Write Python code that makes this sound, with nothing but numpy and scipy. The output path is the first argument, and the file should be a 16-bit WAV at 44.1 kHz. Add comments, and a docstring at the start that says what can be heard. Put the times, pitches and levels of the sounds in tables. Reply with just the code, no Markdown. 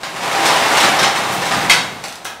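"""A sectional garage door is pushed up by hand, heard from inside the garage over faint outdoor air.
First the steel rollers begin to chatter, exciting the modes of their tracks, and the door groans briefly.
Then hinges clack, a roller scrapes, and the panels rumble and thud as they fold through the bend.
Near the top one loud steel clang rings out. Last, the door settles with a few knocks;
light, dry ticks sound close by, perhaps clothing or a foot."""
import sys
import numpy as np
from scipy import signal
from scipy.fft import rfft, irfft
from scipy.io import wavfile

SR = 44100
rng = np.random.default_rng(int(sys.argv[2]) if len(sys.argv) > 2 else 0)


def int16_out(signal):
    """Quantize to a 16-bit WAV file."""
    q = np.round(np.clip(np.atleast_2d(signal).T, -1, 1) * 32767)
    wavfile.write(sys.argv[1], SR, q.astype(np.int16))


N = 105840

# Envelope of the rolling: t/s, level/dB
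ROLLING_ENVELOPE = [(0, -33.5), (.12, -30.5), (.25, -20), (.38, -17), (.52, -15.5), (.63, -15), (.74, -15),
                    (.87, -16), (.97, -17.5), (1.08, -19.5), (1.22, -22.5), (1.39, -24.5), (1.55, -20.5),
                    (1.65, -20), (1.74, -27.5), (1.93, -36), (2.2, -44.5), (2.4, -47)]
# Spectrum of the roller chatter: f/Hz, relative level/dB
CHATTER_SPECTRUM = [(100, -25), (250, -6), (400, -5.5), (600, -3), (820, 1), (1200, -2), (1900, -3),
                    (3200, -7), (5000, -12), (7500, -16.5), (9200, -18), (10200, -22.5), (15000, -30.5)]
# Normal modes of the track: f/Hz, relative level/dB, T60/s
TRACK_MODES = [(792, 2, 0.36), (818, -9, 0.23), (666, -14, 0.26), (920, -14, .2), (1004, -7.5, 0.28),
               (1090, -7.5, 0.18), (527, -9.5, 0.17), (328, -17.5, 0.35)]
# Normal modes of the steel that clangs: f/Hz, relative level/dB, T60/s
STEEL_MODES = [(1502, -4, 0.18), (2014, -0.5, 0.33), (2080, 5, 0.12), (2164, 3, 0.14), (2223, 2, 0.13),
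               (2360, -4, 0.17), (2394, 1.5, 0.12), (2570, 3, 0.24), (2850, -17, 0.35), (3810, -10.5, 0.58),
               (3800, -4, 0.4), (3850, -9, 0.53), (4000, -12, .3), (5475, -9, 0.24)]
# Spectrum of the crash that starts the clang: f/Hz, relative level/dB
CLANG_SPECTRUM = [(60, -31), (500, -14.5), (1000, -2.5), (1500, -5), (1800, -3.5), (2150, -0.5),
                  (2700, -6.5), (4000, -4.5), (6000, -10.5), (8500, -13), (10500, -20.5), (15000, -32)]
# Hinge and roller impacts: t/s, level/dB, tilt/(dB per octave), rattle length/s
CLACKS = [(0.033, -22.5, 0, 0.018), (0.4547, -13, 2.5, 0.013), (.49, -15.5, 0.5, .05),
          (0.562, -16.5, 1.5, 0.011), (0.771, -12.5, 1.5, 0.016), (0.803, -12.5, 2, 0.0087),
          (0.831, -10, -0.2, 0.023), (0.992, -12, 1, 0.015), (1.029, -9.5, 0.1, 0.031),
          (1.159, -17, 0.5, 0.0089), (1.326, -26, 15, 0.013), (1.42, -20.5, -0.5, .02),
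          (1.456, -21.5, 3.5, 0.045), (1.51, -15, 0, 0.017), (2.039, -24, 2.5, .005),
          (2.2468, -29.5, 11, 0.0089), (2.2524, -22.5, 0.4, .025)]
# Spectrum of a clack: f/Hz, relative level/dB
CLACK_SPECTRUM = [(60, -49), (300, -6), (650, 0.5), (1500, 3), (2200, -1.5), (3500, -3), (5500, -7.5),
                  (7500, -13), (9200, -15), (10500, -21.5), (15000, -30.5)]
# Scrapes of a roller in the bend: t/s, level/dB
SCRAPES = [(.989, -20.5), (1.03, -21.5)]
# Spectrum of a scrape: f/Hz, relative level/dB
SCRAPE_SPECTRUM = [(1000, -33), (4000, -14), (5400, 10), (6600, -4), (7600, -24), (15000, -33)]
# Envelope of the panel rumble: t/s, level/dB
RUMBLE_ENVELOPE = [(0, -47), (.3, -36), (.5, -33.5), (.75, -37), (.86, -27), (1.05, -39), (1.35, -29.5),
                   (1.5, -35.5), (1.58, -25.5), (1.85, -34), (2.05, -45), (2.4, -56)]
# Thuds of the folding panels: t/s, level/dB
THUDS = [(.615, -28.5), (0.836, -23.5), (1.014, -21.5), (1.927, -34)]
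# Spectrum of the panel vibration: f/Hz, relative level/dB
PANEL_SPECTRUM = [(20, -35), (45, -23), (75, -14), (130, -3.5), (175, 0), (280, -8.5), (500, -7.5),
                  (1000, -31.5), (3000, -37)]
# Light, dry ticks close by, perhaps clothing or a foot: t/s, level/dB
TICKS = [(2.0825, -32.5), (2.126, -36), (2.155, -37)]
# Spectrum of the outdoor air: f/Hz, relative level/dB
AIR_SPECTRUM = [(25, -11), (150, -2), (400, -3.5), (800, 6), (2000, -12.5), (6000, -24), (15000, -39)]
# Reverberation time of the garage: f/Hz, T60/s
GARAGE_T60 = [(150, 0.23), (600, 0.77), (1500, 0.57), (4000, 0.41), (10000, 0.35)]
# Stereo width: f/Hz, side level re mid/dB
SIDE_SPECTRUM = [(50, -16), (200, -22), (600, -26), (2000, -23.5), (5000, -19), (12000, -16)]

ROLL_DB, FRICTION_DB, TRACK_RING_DB = -0.15, -8.5, -8.5
UNEVEN_DB, TREBLE_HZ, TREBLE_DB_PER_DB = 1.5, 2460, -0.17
CLANG_S, CLANG_DB, CLANG_RING_DB = 1.6972, -4.5, -6.5
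CLACK_STEEL_DB, CLACK_TRACK_DB = -12, -8  # ringing re each clack
GROAN_PEAK_S, GROAN_HALF_WIDTH_S, GROAN_HZ, GROAN_DB = 0.423, 0.051, 329.4, -24.5
RUMBLE_DB, TICK_CLOSE_DB, AIR_DB = 1, -12, -39.5
DIRECT_DB, ROOM_BUILD_S = -6, 0.001  # direct level re reverberation; rise time of the tail
BLOW_SAMPLES, BLOW_WINDOW_S = 30000, 0.023
TIME, BLOW_TIME = np.arange(N) / SR, np.arange(BLOW_SAMPLES) / SR


def roller():
    """Rolling contact: tiny impacts and friction make a chatter and force the track's modes to vibrate."""
    impacts = unit(contacts(per_s=170, spread_db=2, size=N))
    friction = undb(FRICTION_DB) * rng.standard_normal(N)
    drive = (impacts + friction) * undb(UNEVEN_DB * wander(per_s=22))  # the roller presses unevenly
    chatter = unit(colour(drive, CHATTER_SPECTRUM))
    track = unit(convolve(drive, ring(TRACK_MODES)))
    effort = envelope(ROLLING_ENVELOPE)
    treble = signal.sosfilt(signal.butter(1, TREBLE_HZ, "high", fs=SR, output="sos"), chatter)
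    treble_gain = (effort / effort.max()) ** TREBLE_DB_PER_DB  # treble fades less than the rest
    chatter = chatter + treble * (treble_gain - 1)
    return in_garage(chatter * effort) + undb(TRACK_RING_DB) * track * effort


def rollers(count):
    """Incoherent sources add in power, so the sum of the rollers is divided by the root of their count."""
    return undb(ROLL_DB) * sum(roller() for _ in range(count)) / np.sqrt(count)


def clang():
    """Impact excitation: a hard blow gives a broadband crash and leaves the steel in free vibration."""
    crash = blow(colour(rattle(length_s=0.022), CLANG_SPECTRUM), CLANG_S, CLANG_DB)
    return in_garage(crash) + blow(ring(STEEL_MODES), CLANG_S, CLANG_RING_DB)


def clacks(places):
    """Backlash: hinges and rollers knock in their play along the door; steel and track ring faintly."""
    knocks = [blow(colour(rattle(length), CLACK_SPECTRUM, tilt), start, db)
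              for start, db, tilt, length in CLACKS]
    steel, track = ring(STEEL_MODES), ring(TRACK_MODES)
    ringing = sum(blow(steel, start, db + CLACK_STEEL_DB) + blow(track, start, db + CLACK_TRACK_DB)
                  for start, db, _, _ in CLACKS)
    return ringing + sum(in_garage(sum(knocks[place::places])) for place in range(places))


def scrapes():
    """Sliding friction: a roller's rim grazes the track in two short, shrill bursts."""
    grazes = sum(blow(colour(rattle(length_s=0.016), SCRAPE_SPECTRUM), start, db) for start, db in SCRAPES)
    return in_garage(grazes)


def panels():
    """Plate vibration: the wide panels radiate a low rumble as they shake and damped thuds as they fold."""
    shaking = unit(colour(rng.standard_normal(N), PANEL_SPECTRUM))
    rumble = undb(RUMBLE_DB) * shaking * envelope(RUMBLE_ENVELOPE)
    thuds = sum(blow(colour(noise_burst(t60=0.4), PANEL_SPECTRUM), start, db) for start, db in THUDS)
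    return rumble + thuds


def groan():
    """Amplitude modulation: a low pure tone swells and fades as the door gathers speed."""
    swell = np.exp(-((TIME - GROAN_PEAK_S) / GROAN_HALF_WIDTH_S) ** 2)
    return undb(GROAN_DB) * swell * np.sin(2 * np.pi * GROAN_HZ * TIME)


def ticks():
    """Direct-to-reverberant ratio: extra direct sound makes these light, bright ticks seem close."""
    direct = sum(blow(colour(rattle(length_s=0.0044), CLACK_SPECTRUM, tilt_db=5.5), start, db)
                 for start, db in TICKS)
    return undb(TICK_CLOSE_DB) * direct + in_garage(direct)


def outdoor_air():
    """Stationary noise: the outdoor air is a faint, steady hush."""
    return undb(AIR_DB) * unit(colour(rng.standard_normal(N), AIR_SPECTRUM))


def in_garage(x):
    """Reverberation: direct sound from one place, then a diffuse tail that lasts longest in the midrange."""
    noise = rfft(rng.standard_normal(BLOW_SAMPLES))
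    hz = np.arange(len(noise)) * SR / BLOW_SAMPLES
    centres, decay_times = np.array(GARAGE_T60).T
    tail = 0
    for t60, weights in zip(decay_times, np.eye(len(centres))):
        band = on_log_axis(list(zip(centres, weights)), hz)
        tail = tail + irfft(noise * band) * decay(t60)
    tail = tail * (1 - np.exp(-BLOW_TIME / ROOM_BUILD_S))
    direct = undb(DIRECT_DB)
    return (direct * x + convolve(x, tail / np.linalg.norm(tail))) / np.hypot(1, direct)


def stereo_width(x):
    """Decorrelation: a faint, scattered copy, added left and subtracted right, widens the sound slightly."""
    scatter = noise_burst(t60=0.1)
    return convolve(x, colour(scatter / np.linalg.norm(scatter), SIDE_SPECTRUM))


def rattle(length_s, first_touch=0.24):
    """Contact bounce: one part strikes another, then buzzes against it with dying strength."""
    buzz = contacts(per_s=4000, spread_db=4.5, size=BLOW_SAMPLES) * np.exp(-2 * BLOW_TIME / length_s)
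    return buzz / (np.linalg.norm(buzz) + 1e-9) + first_touch * signal.unit_impulse(BLOW_SAMPLES)


def contacts(per_s, spread_db, size):
    """Poisson process: tiny independent impacts, most weak and a few strong."""
    strengths = undb(spread_db * np.minimum(rng.exponential(size=size), 4))
    struck = rng.random(size) < per_s / SR
    return struck * strengths * rng.choice([-1, 1], size)


def ring(modes):
    """Modal superposition: a tapped body vibrates as a sum of damped sinusoids."""
    return sum(undb(db) * decay(t60) * np.sin(2 * np.pi * (hz * BLOW_TIME + rng.random()))
               for hz, db, t60 in modes)


def blow(x, start, db):
    """Equivalent level: a transient is placed in time, with db its energy spread over BLOW_WINDOW_S."""
    x = x * undb(db) * np.sqrt(BLOW_WINDOW_S * SR / np.sum(x ** 2))
    return np.pad(x, (int(start * SR), N))[:N]


def colour(x, spectrum, tilt_db=0):
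    """Minimum-phase filtering to a given spectrum, tilted by tilt_db per octave."""
    size, pivot_hz = 4096, 2000
    hz = np.arange(size // 2 + 1) * SR / size
    db = on_log_axis(spectrum, hz) + tilt_db * np.log2(np.maximum(hz, 200) / pivot_hz)
    cepstrum = irfft(np.log(undb(db)))
    cepstrum[1:size // 2] *= 2  # folding the cepstrum makes the filter causal
    cepstrum[size // 2 + 1:] = 0
    return convolve(x, irfft(np.exp(rfft(cepstrum))))


def convolve(x, response):
    """Convolution: the output of a linear system with this impulse response."""
    return signal.fftconvolve(x, response)[:len(x)]


def noise_burst(t60):
    """White noise under exponential damping."""
    return rng.standard_normal(BLOW_SAMPLES) * decay(t60)


def decay(t60):
    """Exponential damping: the level falls 60 dB in t60 seconds."""
    return np.exp(-np.log(1000) * BLOW_TIME / t60)


def wander(per_s):
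    """Random modulation: straight glides between values of unit variance."""
    values = rng.uniform(-1, 1, size=256) * np.sqrt(3)
    return np.interp(TIME * per_s, np.arange(len(values)), values)


def envelope(rows):
    """Amplitude envelope interpolated from rows of t/s, level/dB."""
    return undb(np.interp(TIME, *np.array(rows).T))


def on_log_axis(rows, hz):
    """Interpolation in log frequency between rows of f/Hz, value."""
    frequencies, values = np.array(rows, float).T
    return np.interp(np.log(hz + 1), np.log(frequencies), values)


def undb(db):
    """Amplitude ratio of a level in decibels."""
    return 10 ** (np.asarray(db) / 20)


def unit(x):
    """Normalisation to an rms of 1."""
    return x / np.sqrt(np.mean(x ** 2))


def scene():
    """Superposition: all sources add in the middle, and a weak side signal leaves the sound almost mono."""
    air = outdoor_air()
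    mid = rollers(count=3) + clacks(places=4) + scrapes() + clang() + ticks() + panels() + groan() + air
    side = stereo_width(mid)
    return np.array([mid + side, mid - side])


def record(dry):
    """Soft saturation rounds the loudest peaks, and a low-pass filter cuts the highest treble."""
    ceiling, cutoff_hz = 0.81, 15600
    rounded = dry / (1 + (dry / ceiling) ** 8) ** (1 / 8)
    return signal.sosfilt(signal.ellip(10, .2, 70, cutoff_hz, fs=SR, output="sos"), rounded)


dry = scene()
out = record(dry)
int16_out(out)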